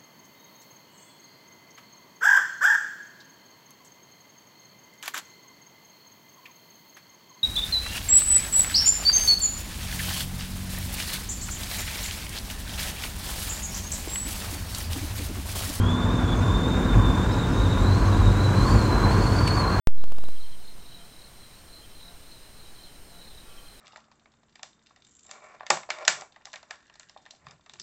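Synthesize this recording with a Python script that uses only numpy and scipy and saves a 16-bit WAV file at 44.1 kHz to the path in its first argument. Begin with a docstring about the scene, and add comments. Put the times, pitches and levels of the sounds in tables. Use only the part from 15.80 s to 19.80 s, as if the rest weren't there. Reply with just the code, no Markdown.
"""A high, wavering whistle: air sings over the side mirror of a van gathering speed on a country road.
Heard from inside, it climbs with each gust and breaks from a clean tone into a rough, breathy one.
Under it, wind hisses along the window, the tyres roar, the engine slowly rises and the cabin booms
over bumps. Near the end the driver eases off and loose trim ticks once, with a small bounce."""
import sys
import numpy as np
from scipy import signal
from scipy.fft import rfft, irfft
from scipy.io import wavfile

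SR = 44100
rng = np.random.default_rng(int(sys.argv[2]) if len(sys.argv) > 2 else 0)


def log_audio(samples):
    """Write samples as a 16-bit WAV file to the path given in sys.argv[1]."""
    # one column per channel
    frames = np.atleast_2d(samples).T
    # limit to full scale, then quantise
    limited = np.clip(frames, -1, 1)
    pcm = np.round(limited * 32767).astype(np.int16)
    wavfile.write(sys.argv[1], SR, pcm)


N = 176400  # 4 s


def undb(db):
    """Decibels to gain."""
    return 10 ** (np.asarray(db) / 20)


def unit(x):
    """Scale to an rms of 1."""
    return x / np.sqrt(np.mean(np.abs(x) ** 2))


def clock():
    """Time of every sample in seconds."""
    return np.arange(N) / SR


def curve(table, column=1):
    """An automation lane: one column of a table, joined by straight lines in time."""
    rows = np.array(table)
    return np.interp(clock(), rows[:, 0], rows[:, column])


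def swell(at, length):
    """A bell-shaped envelope peaking at `at`, with a standard deviation of `length` seconds."""
    return np.exp(-.5 * ((clock() - at) / length) ** 2)


def coloured(eq):
    """Noise of rms 1 through an EQ curve of (f/Hz, level/dB) points."""
    hz, db = np.array(eq).T
    f = np.maximum(np.fft.rfftfreq(N, 1 / SR), 1)
    gain = undb(np.interp(np.log(f), np.log(hz), db))
    return unit(irfft(rfft(rng.standard_normal(N)) * gain, N))


def wander(rate_hz):
    """A smooth random modulator of rms 1 that moves at up to about this rate."""
    f = np.fft.rfftfreq(N, 1 / SR)
    lowpass = (f > 0) / (1 + (f / rate_hz) ** 2)
    return unit(irfft(rfft(rng.standard_normal(N)) * lowpass, N))


def tone(hz):
    """A sine of rms 1 on a moving pitch."""
    return np.sqrt(2) * np.sin(2 * np.pi * np.cumsum(hz) / SR)


def resonance(hz, width_hz):
    """A randomly driven resonance of rms 1, whose centre may move."""
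    phase = 2 * np.pi * np.cumsum(hz * np.ones(N)) / SR
    return wander(width_hz / 2) * np.cos(phase) + wander(width_hz / 2) * np.sin(phase)


def peak(hz, centre_hz, half_width_hz, db):
    """The lift in dB that a stationary resonance gives to a moving tone."""
    return db / (1 + ((hz - centre_hz) / half_width_hz) ** 2)


# EQ of the body rumble: f/Hz, level/dB
RUMBLE_EQ = [(15, -40), (29, -39), (37, -7), (44, 0), (62, -2), (76, -10), (88, -3.5), (99, -2.5),
             (109, -3.5), (121, -2), (136, -11.5), (160, -8.5), (230, -13.5), (320, -16), (385, -19),
             (470, -18), (560, -24), (1200, -62)]
# fader of the body rumble: t/s, level/dB
RUMBLE_FADER = [(0, -25), (1.12, -21), (1.5, -22), (2.3, -23), (3, -20), (4, -22.5)]


def body_rumble():
    """The low bed: the van's body rumbles as it rolls."""
    return coloured(RUMBLE_EQ) * undb(curve(RUMBLE_FADER))


# fader of the cabin's main air mode: t/s, level/dB
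DRONE_FADER = [(0, -21), (.25, -32), (.45, -28), (1, -43), (1.8, -36), (2.05, -22), (2.4, -25), (3.2, -40),
               (3.5, -23.5), (4, -26)]


def cabin_drone(pitch_hz=97.35, waver_hz=2.8, flicker_db=1.7):
    """The road keeps the air in the cabin humming near one pitch."""
    hum = tone(pitch_hz + waver_hz * wander(12.4))
    return hum * undb(curve(DRONE_FADER) + flicker_db * wander(33))


# tyres slapping the edge of a bump: t/s, length/s, level/dB
SLAPS = [(1.14, .012, -30)]
# EQ of the slap: f/Hz, level/dB
SLAP_EQ = [(150, -16), (600, 10), (1200, -2), (2700, -8), (8000, -50)]
# booms over bumps in the road: t/s, length/s, level/dB
BUMP_BOOMS = [(.71, .045, -23), (1.074, 0.028, -19), (1.18, 0.031, -13), (1.29, 0.021, -16.5),
              (1.803, 0.049, -20), (2.029, 0.025, -17), (2.211, .03, -19), (2.43, 0.076, -18),
              (2.949, 0.036, -13)]
# cabin modes shaken by a bump: f/Hz, width/Hz, relative level/dB
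BOOM_MODES = [(46.9, 7.1, 2), (98.2, 24.4, 0), (256.3, 112, -10.5)]


def road_bumps():
    """Each bump sets the cabin booming; the tyres slap the edge of one."""
    slap = coloured(SLAP_EQ) * sum(undb(db) * swell(at, length) for at, length, db in SLAPS)
    shake = sum(undb(db) * swell(at, length) for at, length, db in BUMP_BOOMS)
    boom = sum(undb(db) * tone(hz + width / 2 * wander(width)) for hz, width, db in BOOM_MODES)
    return slap + shake * unit(boom)


# revs, as the rate of the four-stroke cycle: t/s, f/Hz
ENGINE_REVS = [(0, 20.05), (2, 23.0), (3, 24.85), (3.45, 25.5), (4, 25.4)]
# engine harmonics: multiple of the cycle rate, base level/dB
ENGINE_HARMONICS = [(4, -37.5), (8, -37.5), (9, -38.5), (11, -44), (12, -37), (14, -42.5), (16, -45.5)]
# cabin resonances that the harmonics sweep through: f/Hz, half width/Hz, boost/dB
CABIN_PEAKS = [(95, 3.9, 15.5), (238.6, 13.6, 5.5), (346.6, 18, 6)]


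def engine(ease_off_s=3.38, ease_off_db=-4, waver_hz=.5, flicker_db=1.43):
    """Harmonics rise with the revs, boom in the cabin's resonances and soften as the driver eases off."""
    cycle_hz = curve(ENGINE_REVS)
    duck_db = ease_off_db * np.clip((clock() - ease_off_s) * 10, 0, 1)  # 0.1 s fade
    mix = 0
    for order, db in ENGINE_HARMONICS:
        hz = order * cycle_hz
        boom_db = sum(peak(hz, *mode) for mode in CABIN_PEAKS)
        harmonic = tone(hz + waver_hz * wander(5.8))
        mix = mix + harmonic * undb(db + boom_db + duck_db + flicker_db * wander(2.9))
    return mix


# EQ of the tyre roar: f/Hz, level/dB
TYRE_EQ = [(250, -12.5), (480, -4), (640, -0.5), (785, 0), (835, -2.5), (885, 2.5), (935, -5), (985, 5.5),
           (1060, -6.5), (1180, -2), (1270, -4.5), (1340, -5.5), (1410, 1.5), (1460, -3), (1610, -3),
           (1750, -8), (1890, -12), (2400, -14.5), (3000, -23.5), (4500, -34.5), (9000, -42)]
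# fader of the tyre roar: t/s, level/dB (before gain_db)
TYRE_FADER = [(0, -33.5), (1.15, -31), (1.6, -31.5), (2.7, -30), (2.9, -28.5), (3.0, -29), (3.35, -26),
              (3.5, -30), (4, -27)]


def tyre_roar(gain_db=-1.78, flicker_db=1.12):
    """The tyres roll out a restless midrange roar that builds with speed."""
    return coloured(TYRE_EQ) * undb(curve(TYRE_FADER) + gain_db + flicker_db * wander(33))


# fader of the tread's song: t/s, level/dB
TREAD_FADER = [(0, -41), (.3, -34.5), (.45, -45), (.72, -34.5), (.9, -44), (1.25, -33), (1.6, -43),
               (2.35, -34.5), (2.7, -44.5), (2.9, -29), (3.02, -37.5), (3.36, -30.5), (3.56, -37.5),
               (3.85, -28.5), (4, -35)]


def tyre_tread(centre_hz=1065, width_hz=172):
    """The tread sings in one band, swelling with the road surface and the speed."""
    edges_hz = [centre_hz - width_hz / 2, centre_hz + width_hz / 2]
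    band = signal.butter(2, edges_hz, "bandpass", fs=SR, output="sos")
    return unit(signal.sosfilt(band, rng.standard_normal(N))) * undb(curve(TREAD_FADER))


# EQ of the wind along the window: f/Hz, level/dB
WIND_EQ = [(2500, 5), (3200, 7), (4600, 3.5), (6800, 1.8), (7550, 0.5), (8100, 1), (9000, -3), (9900, -7.5),
           (11000, -9.5), (12300, -13.5), (15500, -22)]
# fader of the wind: t/s, level/dB (before gain_db)
WIND_FADER = [(0, -51), (.5, -50), (1.5, -49), (2.2, -47), (2.7, -47), (2.92, -43.5), (3.15, -46.7),
              (3.5, -44.5), (3.75, -46), (3.87, -49), (4, -47)]
# resonances of the window gap: f/Hz, width/Hz, level/dB against the hiss
WINDOW_GAP_MODES = [(6350, 400, -15.5), (7150, 280, -17)]


def window_wind(gain_db=4, flicker_db=.35, gap_flicker_db=3.2):
    """Air hisses along the window, louder and brighter with speed, and fitfully rings the gap."""
    gap = sum(undb(db + gap_flicker_db * wander(14)) * resonance(hz, width)
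              for hz, width, db in WINDOW_GAP_MODES)
    level_db = curve(WIND_FADER) + gain_db + flicker_db * wander(14)
    hiss = coloured(WIND_EQ)
    treble = signal.sosfiltfilt(signal.butter(4, 9500, "highpass", fs=SR, output="sos"), hiss)
    shelf_db = -2.5 + clock()  # the high shelf opens by 1 dB a second
    hiss = hiss + treble * (undb(shelf_db) - 1)
    return (hiss + gap) * undb(level_db)


# hits of loose trim: t/s, level/dB
TRIM_HITS = [(3.6752, -23), (3.683, -31)]
# EQ of a tick: f/Hz, level/dB
TICK_EQ = [(500, -13), (2000, 5), (3500, 1), (6000, -7), (9000, -6), (12000, -20), (15500, -28)]


def trim_ticks(attack_s=.0004, decay_s=.0045):
    """Loose plastic trim gives a dry tick and a softer bounce."""
    envelope = 0
    for at, db in TRIM_HITS:
        age = np.maximum(clock() - at, 0)
        envelope = envelope + undb(db) * (1 - np.exp(-age / attack_s)) * np.exp(-age / decay_s)
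    return envelope * coloured(TICK_EQ)


# squeaks of a higher whistle mode: t/s, f/Hz, level/dB
SQUEAK_CUES = [(1.53, 5180, -46), (1.729, 5160, -50)]


def mirror_squeaks(length_s=.011, jitter_hz=190):
    """The air at the mirror jumps for an instant to a higher, unsteady mode."""
    return sum(undb(db) * swell(at, length_s) * tone(hz + jitter_hz * wander(200))
               for at, hz, db in SQUEAK_CUES)


def whistle_overtones(hz, width_hz=170, fall_db_per_khz=7, flicker_db=2.5):
    """The whistle's breathy second and third harmonics, fading as it climbs past its median pitch."""
    # a resonance of the seal lifts the octave on its way into the cabin
    seal_db = peak(2 * hz, centre_hz=7530, half_width_hz=480, db=5)
    octave = undb(-21.5 + seal_db) * resonance(2 * hz, width_hz)
    third = undb(-32) * resonance(3 * hz, 2 * width_hz)
    climb_khz = np.maximum(hz - np.median(hz), 0) / 1000
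    flicker = unit(undb(flicker_db * wander(20)))
    return (octave + third) * undb(-fall_db_per_khz * climb_khz) * flicker


def whistle_flutter(flutter_db=2.4, dropout_db=-11, threshold=1.1):
    """A trembling gain: the tone breaks for an instant when the airflow strays past a threshold."""
    dropout = np.clip(2 * (wander(45) - threshold), 0, 1)
    tremble = np.minimum(1.3 * wander(70), .8)
    return unit(undb(flutter_db * tremble + dropout_db * dropout))


# pitch and fader of the mirror whistle: t/s, f/Hz, level/dB (before gain_db)
WHISTLE_LINE = [(0, 3160, -44), (.1, 3440, -34), (.18, 3550, -39.5), (.24, 3560, -36.5), (.33, 3625, -41),
                (.47, 3490, -41.5), (.53, 3460, -32.5), (.58, 3510, -47), (.71, 3595, -37),
                (.85, 3600, -37), (1.01, 3680, -41.5), (1.13, 3570, -38), (1.175, 3585, -45),
                (1.25, 3577, -37), (1.37, 3576, -37), (1.48, 3650, -41.5), (1.58, 3820, -40),
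                (1.66, 3660, -39), (1.71, 3730, -51), (1.76, 3727, -41.5), (1.83, 3725, -40.5),
                (1.99, 3675, -38.5), (2.08, 3995, -38), (2.24, 4140, -43.5), (2.31, 3850, -41.5),
                (2.4, 3900, -44.5), (2.47, 3790, -41), (2.57, 3870, -42.5), (2.63, 4003, -36),
                (2.73, 3955, -41), (2.81, 4070, -35), (2.87, 4370, -38), (2.94, 4450, -38.5),
                (3.05, 4120, -37.5), (3.23, 4034, -36.5), (3.39, 4234, -37.5), (3.54, 4345, -40.5),
                (3.58, 4480, -28), (3.62, 4510, -41), (3.7, 4410, -30), (3.73, 4400, -36.5),
                (3.795, 4400, -30.5), (3.835, 4180, -35), (3.92, 4270, -35.5), (4, 4200, -40.5)]
# turbulence at the mirror: t/s, roughness (0 clean, 1 all breath)
ROUGHNESS = [(0, .3), (.2, .15), (.45, .35), (.8, .08), (1.1, .25), (1.35, .08), (1.55, .5), (1.9, .4),
             (2.25, .75), (2.55, .55), (2.7, .1), (2.93, .8), (3.17, .06), (3.4, .7), (3.6, .35),
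             (3.8, .25), (4, .5)]
# eddies that flick the whistle upward and roughen it: t/s, rise/Hz
EDDIES = [(0.892, 120), (1.074, 99), (1.523, 177), (1.83, 109), (3.329, 90.2), (3.44, 99), (3.655, 162),
          (3.762, 201)]


def mirror_whistle(gain_db=-1.85, waver_hz=18, jitter_hz=95, eddy_s=.011):
    """Vortices shed at the mirror's edge sing; turbulence shakes their pitch and turns them breathy."""
    eddies = sum(swell(at, eddy_s) for at, _ in EDDIES)
    rough = np.clip(curve(ROUGHNESS) + .15 * eddies, 0, 1)
    flick_hz = sum(rise_hz * swell(at, eddy_s) for at, rise_hz in EDDIES)
    hz = curve(WHISTLE_LINE) + flick_hz + waver_hz * wander(25) + jitter_hz * rough * wander(70)
    flutter = whistle_flutter()
    breath = rough ** 1.3  # equal-power crossfade from sine to narrow noise
    core = np.sqrt(1 - breath) * tone(hz) + np.sqrt(breath) * resonance(hz, width_hz=160)
    skirt = undb(-7) * np.sqrt(rough) * resonance(1.02 * hz, width_hz=520)  # airy halo round the tone
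    overtones = whistle_overtones(hz)
    strand = undb(-5) * rough * resonance(1.06 * hz, width_hz=140)  # splits off above in rough air
    level_db = curve(WHISTLE_LINE, column=2) + gain_db
    return (flutter * core + strand + overtones + skirt) * undb(level_db)


def scene():
    """The mono mix, heard from the driver's seat."""
    mirror = mirror_whistle() + mirror_squeaks()
    bed = engine() + body_rumble() + tyre_roar() + road_bumps() + tyre_tread() + cabin_drone()
    return (mirror + bed + window_wind() + trim_ticks())[None]


def record(dry, cutoff_hz=15700):
    """A steep low-pass takes off the very top."""
    return signal.sosfilt(signal.ellip(12, .2, 90, cutoff_hz, fs=SR, output="sos"), dry)


dry = scene()
out = record(dry)
log_audio(out)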